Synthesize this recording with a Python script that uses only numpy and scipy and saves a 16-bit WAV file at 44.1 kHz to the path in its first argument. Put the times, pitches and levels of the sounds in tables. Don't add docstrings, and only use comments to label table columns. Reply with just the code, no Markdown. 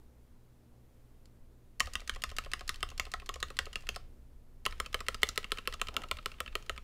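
import sys
import numpy as np
from scipy import signal
from scipy.fft import rfft, irfft, next_fast_len
from scipy.io import wavfile
from scipy.ndimage import uniform_filter1d

SR = 44100
rng = np.random.default_rng(int(sys.argv[2]) if len(sys.argv) > 2 else 0)


def boost_factor(decibels):
    exponent = np.asarray(decibels, float) / 20
    return 10 ** exponent


def generate_wav(signal):
    frames = np.transpose(np.atleast_2d(signal))
    scaled = np.clip(frames, -1, 1) * 32767
    pcm = np.round(scaled).astype(np.int16)
    wavfile.write(sys.argv[1], SR, pcm)


N = 301203
MOVE_S = 4.3

# t/s, cap peak level/dB,
# then stem knock, case ring, thock level/dB re cap
BOTTOM_OUTS = [(1.8042, -18.5, 0.5, -7.5, -15), (1.9544, -25.5, -3.5, -10.5, -29),
               (2.0952, -27.5, 2.5, -8.5, -34), (2.238, -25, -1, -6.5, -16), (2.385, -25, -1.5, -7, -29),
               (2.5351, -25, -1, -7.5, -15), (2.6927, -24, 0, -7.5, -21), (2.829, -25.5, -1, -2.5, -5),
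               (2.9976, -24, 4, -8.5, -23), (3.1383, -29.5, 3.5, -0.5, -0.5),
               (3.2916, -32.5, 7.5, 2.5, -1), (3.4281, -24.5, 0.5, -8.5, -19), (3.5895, -23, 5, -10, -8),
               (3.7569, -25.5, -15, -14, -15.5), (3.8902, -24.5, -4, -24, -9.5),
               (4.663, -20.5, -1, -4, -10.5), (4.801, -24, -2, -2, -8.5), (4.9442, -22, 1, -6.5, -6.5),
                  (5.0846, -20.5, -4, -5.5, -10), (5.232, -15, 3.5, -18, -11.5),
                  (5.3769, -21.5, 0.5, -9, -7), (5.5192, -19.5, -10, -8, -9), (5.6747, -21, -11, -6, -10),
                  (5.8154, -21, -7, -5, -9), (5.9661, -21.5, -16, -5, -15.5),
                  (6.1129, -21.5, -7.5, -4, -11.5), (6.2594, -22.5, -11, -5, -10.5),
                  (6.4038, -24.5, -11, -4, -8), (6.5539, -23, -1, -6.5, -7.5), (6.6956, -26, 0.5, -5, -7)]
STRIKES = BOTTOM_OUTS


def evened(x):
    return x / np.sqrt(np.mean(x ** 2) + 1e-20)


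def peaked(x):
    return x / (abs(x).max() + 1e-20)


def read(points, hz):
    f, value = np.transpose(points)
    return np.interp(np.log(hz + 1), np.log(f + 1), value)


def envelope(rows):
    t, db = np.transpose(rows)
    return boost_factor(np.interp(np.arange(N) / SR, t, db, -200, -200))


def add(mix, s, sound):
    part = mix[round(s * SR):][:len(sound)]
    part += sound[:len(part)]


def noise(tone):
    size = next_fast_len(N)
    hz = np.fft.rfftfreq(size, 1 / SR)
    spectrum = rfft(rng.standard_normal(size)) * boost_factor(read(tone, hz))
    return evened(irfft(spectrum, size)[:N])


def resonate(x, hz, width_hz):
    return signal.lfilter(*signal.iirpeak(hz, hz / width_hz, SR), x)


def ring(modes, t, spread, spread_db, rise_s):
    hz, db, t60 = np.transpose(modes)[:, :, None]
    level_luck, pitch_luck = rng.standard_normal((2, len(modes), 1))
    decay = boost_factor(db + spread_db * level_luck - 60 * t / t60)
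    lines = decay * np.sin(2 * np.pi * hz * (1 + spread * pitch_luck) * t)
    return lines.sum(0) * (1 - np.exp(-t / rise_s)) ** 2


def fan_air():
    # f/Hz, level/dB
    air_tone = [(15, -0.5), (24, 9), (40, -29.5), (62, -2.5), (100, -17), (170, -18.5), (260, -19),
                (450, -22), (800, -31), (1500, -36.5), (2600, -41), (6000, -45), (15300, -45.5),
                (16000, -62)]
    swell = evened(uniform_filter1d(rng.standard_normal(N), 9000))
    return boost_factor(-57 + 0.4 * swell) * noise(air_tone)


def mains_hum():
    # f/Hz, rms level/dB
    harmonics = [(60.2, -66.5), (120.4, -66), (240.5, -74)]
    turn = 2 * np.pi * np.arange(N) / SR
    hum = np.zeros(N)
    for hz, db in harmonics:
        halo = evened(resonate(rng.standard_normal(N), hz, 6.5))
        hum += boost_factor(db) * (1.2 * np.sin(hz * turn) + 0.45 * halo)
    return hum


def soft_noises():
    # t/s, level/dB
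    distant_swell = [
        (5.9, -66),
        (5.972, -49),
        (6.08, -61.5),
    ]
    # t/s, level/dB
    rustles = [
        [(0.0, -52.5), (0.004, -74), (0.05, -82)],
        [(0.68, -101), (0.736, -73), (0.95, -90)],
    ]
    dull = noise([(150, -22), (300, -13.5), (800, -15.5), (1500, -21.5), (4000, -56)])
    bright = noise([(800, 14), (2500, -15), (7000, -11), (12000, -12), (16000, -25)])
    return dull * envelope(distant_swell) + bright * sum(envelope(rows) for rows in rustles)


def activity(axis, rise_s, fade_s, landing_db, settle_s):
    # start t/s, end t/s, then rubbing, slow sway, quick sway level/dB
    runs = [
        (1.827, 4.0, -62.5, -48, -56),
        (4.67, 6.9, -62.5, -49, -57),
    ]
    t, out = np.arange(N) / SR, np.zeros(N)
    for run in runs:
        before = np.maximum(run[0] - t, 0)
        after = np.maximum(t - run[1], 0)
        edges_db = -20 * (before / rise_s + after / fade_s)
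        overshoot_db = landing_db * np.exp(-np.maximum(t - run[0], 0) / settle_s)
        out += boost_factor(run[axis] + edges_db + overshoot_db)
    return out


def sway():
    slow = evened(resonate(resonate(rng.standard_normal(N), 22.6, 16), 22.6, 16))
    quick = evened(resonate(resonate(rng.standard_normal(N), 64, 30), 64, 30))
    kick_db, kick_s = 12, 0.03
    u, jolts = np.arange(SR // 4) / SR / kick_s, np.zeros(N)
    for s, *_ in STRIKES:
        add(jolts, s, u * np.exp(1 - u) * rng.uniform(0.55, 1))
    quick = resonate(quick, 66, 60.5) * boost_factor(kick_db * (jolts - 0.5))
    shape = dict(rise_s=0.064, fade_s=1, landing_db=7, settle_s=0.22)
    return slow * activity(3, **shape) + quick * activity(4, **shape)


def held():
    # f/Hz, level/dB
    fizz_tone = [(800, 0.5), (2000, 0.5), (4500, -4.5), (8000, -7), (13000, -12.5), (15700, -13.5),
                 (16000, -51)]
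    hold_s = 0.072
    t, gain = np.arange(SR // 5) / SR, np.zeros(N)
    for s, db, *_ in STRIKES:
        add(gain, s, boost_factor(db - 40.5 - 6.7 * (t / hold_s) ** 2))
    return gain * noise(fizz_tone)


def rub():
    # f/Hz, level/dB
    rub_tone = [(700, -1.5), (1300, 0.5), (2000, -0.5), (3000, 1.5), (5000, -7), (9000, -14.5),
                (15600, -22), (16000, -46.5)]
    usual_db = (-22.5, -21)
    grain = boost_factor(1.4 * evened(uniform_filter1d(rng.standard_normal(N), 120)))
    s, db = np.transpose(STRIKES)[:2]
    excess_db = db - np.where(s > MOVE_S, usual_db[1], usual_db[0])
    force_db = np.interp(np.arange(N) / SR, s + 0.085, excess_db)
    gain = activity(2, rise_s=0.018, fade_s=0.15, landing_db=1, settle_s=0.15)
    return evened(noise(rub_tone) * grain) * gain * boost_factor(-3.5 + 0.54 * force_db)


def desk_shake(pushes):
    # f/Hz, level/dB, t60/s
    desk_modes = [(64.7, 7, 0.12), (25.2, -13.5, .2), (90.4, 3, .07), (150.4, -5, 0.013),
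                  (216, 10.5, 0.039)]
    shake = ring(desk_modes, np.arange(SR // 3) / SR, spread=0, spread_db=0, rise_s=0.0018)
    return signal.oaconvolve(pushes, shake)[:N]


def room(x):
    # f/Hz, t60/s
    decay = [(300, 0.61), (1000, 0.22), (2000, 0.25), (4000, 0.24), (8000, 0.17), (15000, 0.21)]
    # f/Hz, level/dB
    tail_tone = [(300, -16), (800, -17), (1500, -12.5), (3000, -17.5), (6000, -11.5), (15300, -20.5),
                 (16200, -45.5)]
    out, turn = np.zeros(N), np.arange(N) / SR * 8.3
    for k in range(3):
        taps = np.zeros(SR // 3)
        at = np.arange(60, len(taps) - 20, 20)
        taps[at + rng.integers(0, 20, len(at))] = rng.choice([-1., 1.], len(at))
        hz, t, z = signal.stft(taps, SR, nperseg=128)
        late = boost_factor(-60 * t / np.maximum(read(decay, hz), 0.01)[:, None])
        scatter = boost_factor(7.5 - 60 * t / 0.032)
        shaped = z * boost_factor(read(tail_tone, hz))[:, None] * (late + scatter)
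        tail = 0.13 * signal.istft(shaped, SR, nperseg=128)[1]
        share = np.cos(turn + k * np.pi / 3) * np.sqrt(2 / 3)
        out += signal.oaconvolve(x * share, tail)[:N]
    return out


def radiate(x):
    x = signal.sosfilt(signal.butter(4, 365, "hp", fs=SR, output="sos"), x)
    return x - 0.64 * resonate(x, 906, 290)


def crackle(x, top_db):
    # f/Hz, width f/Hz, level/dB
    humps = [(4410, 980, 5), (5210, 400, -8), (7200, 1800, -6.5), (9590, 3400, -4.5), (14100, 2700, 3.5)]
    x = resonate(resonate(x, 5260, 9360), 4950, 6000)
    for hz, width_hz, db in humps:
        dull_db = top_db * (hz > 9e3)
        x = x + boost_factor(db + dull_db + 0.89 * rng.standard_normal()) * resonate(x, hz, width_hz)
    return x


def contact(row, kind):
    # f/Hz, level/dB, t60/s
    cap_modes = [(2727, 2, 0.0092), (3058, -9.5, 0.024), (2430, -0.5, 0.0055), (3480, -20, 0.05)]
    stem_modes = [(1955, 1, 0.016), (2173, -1, 0.014), (1680, -17, 0.035)]
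    case_modes = [
        [(1269, 12, 0.013), (1098, 1, 0.021), (1486, -21, 0.023)],
        [(1315, 4.5, 0.011), (1086, -7, 0.015), (1500, -68, 0.084)],
    ]
    thock_modes = [
        [(440, -0.5, 0.02), (530.4, -3.5, 0.026), (745, 0, 0.017)],
        [(436.5, -5.5, 0.028), (503, -5.5, 0.03), (678, -5.5, 0.019)],
    ]
    part_db = (3, -0.23, 0, -4, 0.63)
    s, cap_db, *rel_db = row
    db, fall_ms, rattle_db, rise_ms, shake_db, top_db = kind
    zone = int(s > MOVE_S)
    t = np.arange(1400) / SR
    bounces = rng.standard_normal(len(t)) * boost_factor(1.15 * rng.standard_normal(len(t)))
    rattle = bounces * boost_factor(-2e4 * t / fall_ms) * (1 - np.exp(-1e3 * t / rise_ms))
    rattle /= np.linalg.norm(rattle)
    drive = boost_factor(rattle_db) * rattle + (t == 0)
    sizzle = drive + 0.6 * rattle
    rings = [
        ring(cap_modes, t, 0.02, 1.7, rise_s=3e-5),
        ring(stem_modes, t, 0.02, 1.7, rise_s=3e-5),
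        ring(case_modes[zone], t, 0.008, 1.3, rise_s=0.0075),
        ring(thock_modes[zone], t, 0.015, 1.5, rise_s=0.0022),
    ]
    rung = signal.fftconvolve(drive[None], rings, axes=1)[:, :len(t)]
    parts = [*rung, crackle(sizzle, top_db)]
    gains = boost_factor(cap_db + db + np.array([0, *rel_db]) + part_db)
    return -sum(g * peaked(p) for g, p in zip(gains, parts)), boost_factor(cap_db + shake_db)


def strikes():
    # level/dB, rattle 20 dB fall t/ms, rattle level/dB re click, rise t/ms,
    # desk shake level/dB, crack top level/dB
    kinds = [
        (1, 2.5, 1, 0.11, -28.5, -7),
        (1, 3.5, -3, 0.04, -30.5, 4),
    ]
    # level/dB, slope in dB per dB of stem
    cracks = [
        (2.5, 0.24),
        (0.75, 0.07),
    ]
    for s, db, stem_db, case_db, thock_db in STRIKES:
        crack_db, slope = cracks[s > MOVE_S]
        yield (s, db, stem_db, case_db, thock_db, crack_db + slope * stem_db), kinds[s > MOVE_S]


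def touches():
    # t/s, cap peak level/dB, crack level/dB
    nail_touches = [(1.7978, -37.5, 12.5), (1.9352, -43, 11), (2.0759, -40.5, 7.5), (2.2199, -40.5, 6.5),
                    (2.3658, -41, 7), (2.5163, -40, 7.5), (2.678, -42, 9.5), (2.8056, -46.5, 2),
                    (2.9779, -43.5, 9.5), (3.1167, -44, 7.5), (3.2606, -48, 7), (3.4022, -45, 11),
                    (3.5684, -44, 8), (3.7298, -42, 2.5), (3.8692, -42.5, 2), (4.653, -32, 6.5),
                    (4.78, -57, 4), (4.9286, -43, 4), (5.0657, -42.5, 0), (5.2186, -44, 6.5),
                    (5.3586, -43, 4), (5.506, -49, -1), (5.6552, -47, -4), (5.797, -44, 0.5),
                    (5.941, -46.5, 3), (6.086, -50.5, 4), (6.2273, -56, 2), (6.3846, -54, -9),
                    (6.527, -51, -3), (6.6626, -51.5, 4)]
    kind = (-0.5, 7, 6.5, 0.3, -28, -7)
    # stem knock, case ring, thock level/dB
    colours = [
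        (-4, -8.5, -24.5),
        (-9, -6, -21),
    ]
    for s, db, crack_db in nail_touches:
        yield (s, db, *colours[s > MOVE_S], crack_db), kind


def slips():
    # t/s, cap peak level/dB, crack
    # level/dB
    stem_slips = [(1.2563, -61, 8), (1.8578, -47.5, 8.5), (1.9967, -43.5, -4), (2.004, -48, 6),
                  (2.138, -48, 3), (2.1484, -46, 5), (2.292, -43.5, 2), (2.301, -46, 5), (2.438, -45.5, 1),
                  (2.4473, -44, 4.5), (2.5936, -43, 1), (2.7433, -41, 2.5), (2.8892, -43.5, 2.5),
                  (2.902, -49, 8), (3.0527, -42, 1.5), (3.1989, -44.5, 2), (3.269, -52, 5),
                  (3.3406, -40, 7), (3.484, -50, 6.5), (3.6556, -44.5, 5), (3.8073, -55, 6.5),
                  (3.8227, -54, 2), (3.944, -45.5, -3), (3.9497, -50, 7),
                  (4.7093, -49, 4.5), (4.8454, -54, 1), (4.853, -48, -14), (4.9917, -47, -1),
                    (5.129, -54, -7), (5.2694, -48, 7), (5.4297, -44, 1), (5.497, -55, -8),
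                    (5.573, -39.5, 0), (5.725, -39, 0.5), (5.736, -40.5, 0.5), (5.8707, -39.5, 3),
                    (6.019, -42.5, 2), (6.1698, -41, -0.5), (6.3413, -48.5, -8), (6.4614, -38.5, -1),
                    (6.523, -62, 5), (6.7623, -49, 1)]
    kind = (0.5, 5.5, 5, 0.1, -26, -13.5)
    # stem knock, case ring, thock level/dB
    colours = [
        (-9, -14.5, -29),
        (-2.5, -5, -18),
    ]
    for s, db, crack_db in stem_slips:
        yield (s, db, *colours[s > MOVE_S], crack_db), kind


def top_outs():
    # t/s, cap peak level/dB, thock level/dB, crack level/dB
    returns = [(1.871, -41, 2.5, 0), (2.0164, -52, 7, 2), (2.1603, -43, 2.5, .5), (2.3147, -46, 4.5, 0.5),
               (2.4605, -46.5, 7, -2), (2.6087, -40, 1, 3), (2.7585, -49, -29, 8), (2.915, -50, 6, -1),
               (3.0663, -48.5, 6, -2), (3.2194, -52, 8, -3), (3.3577, -44.5, 7.5, 3),
               (3.5029, -43.5, 6.5, 2.5), (3.6654, -44, 6, -3), (3.834, -58.5, 8, -8),
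               (3.961, -39, 5.5, 8.5), (4.7243, -39.5, -11, -4), (4.861, -37.5, -10, 1.5),
               (5.0048, -35.5, -5.5, 1), (5.145, -31.5, -12, 0.5), (5.289, -34, -11, 10),
               (5.4433, -31, -20, -5.5), (5.5847, -31.5, -12, -5), (5.7392, -37, -7.5, 1.5),
               (5.885, -32.5, -9.5, -3), (6.0364, -36.5, -7, -4.5), (6.1869, -36.5, -13, -9),
               (6.3172, -42.5, -11, -1.5), (6.4776, -37, -20, -6.5), (6.6251, -49.5, -14, 2.5),
               (6.7777, -35.5, -15, -4)]
    kind = (1.5, 6, 3, 0.1, -20.5, -11.5)
    # stem knock level/dB, case ring level/dB, case slope in dB per dB of thock
    colours = [
        (-2.5, -2.9, 0.56),
        (-11, 5.5, 0.93),
    ]
    for s, db, thock_db, crack_db in returns:
        stem_db, case_db, slope = colours[s > MOVE_S]
        yield (s, db, stem_db, case_db + slope * thock_db, thock_db, crack_db), kind


def keyboard():
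    air, pushes = np.zeros((2, N))
    for contacts in (strikes(), touches(), top_outs(), slips()):
        for row, kind in contacts:
            sound, push = contact(row, kind)
            add(air, row[0], sound)
            pushes[round(row[0] * SR)] += push
    return radiate(air), pushes


def scene():
    keys, pushes = keyboard()
    wet = boost_factor(2.5 * (np.arange(N) < MOVE_S * SR))
    typing = keys + room(keys * wet) + desk_shake(pushes) + rub() + held()
    return (typing + sway() + soft_noises() + fan_air() + mains_hum())[None]


def low_pass(x):
    return signal.sosfilt(signal.butter(12, 16920, fs=SR, output="sos"), x)


def record(dry):
    edge = signal.firwin(301, 16700, window=("kaiser", 9), fs=SR)
    mix = signal.oaconvolve(dry, edge[None], "same")
    return low_pass(mix)


dry = scene()
out = record(dry)
generate_wav(out)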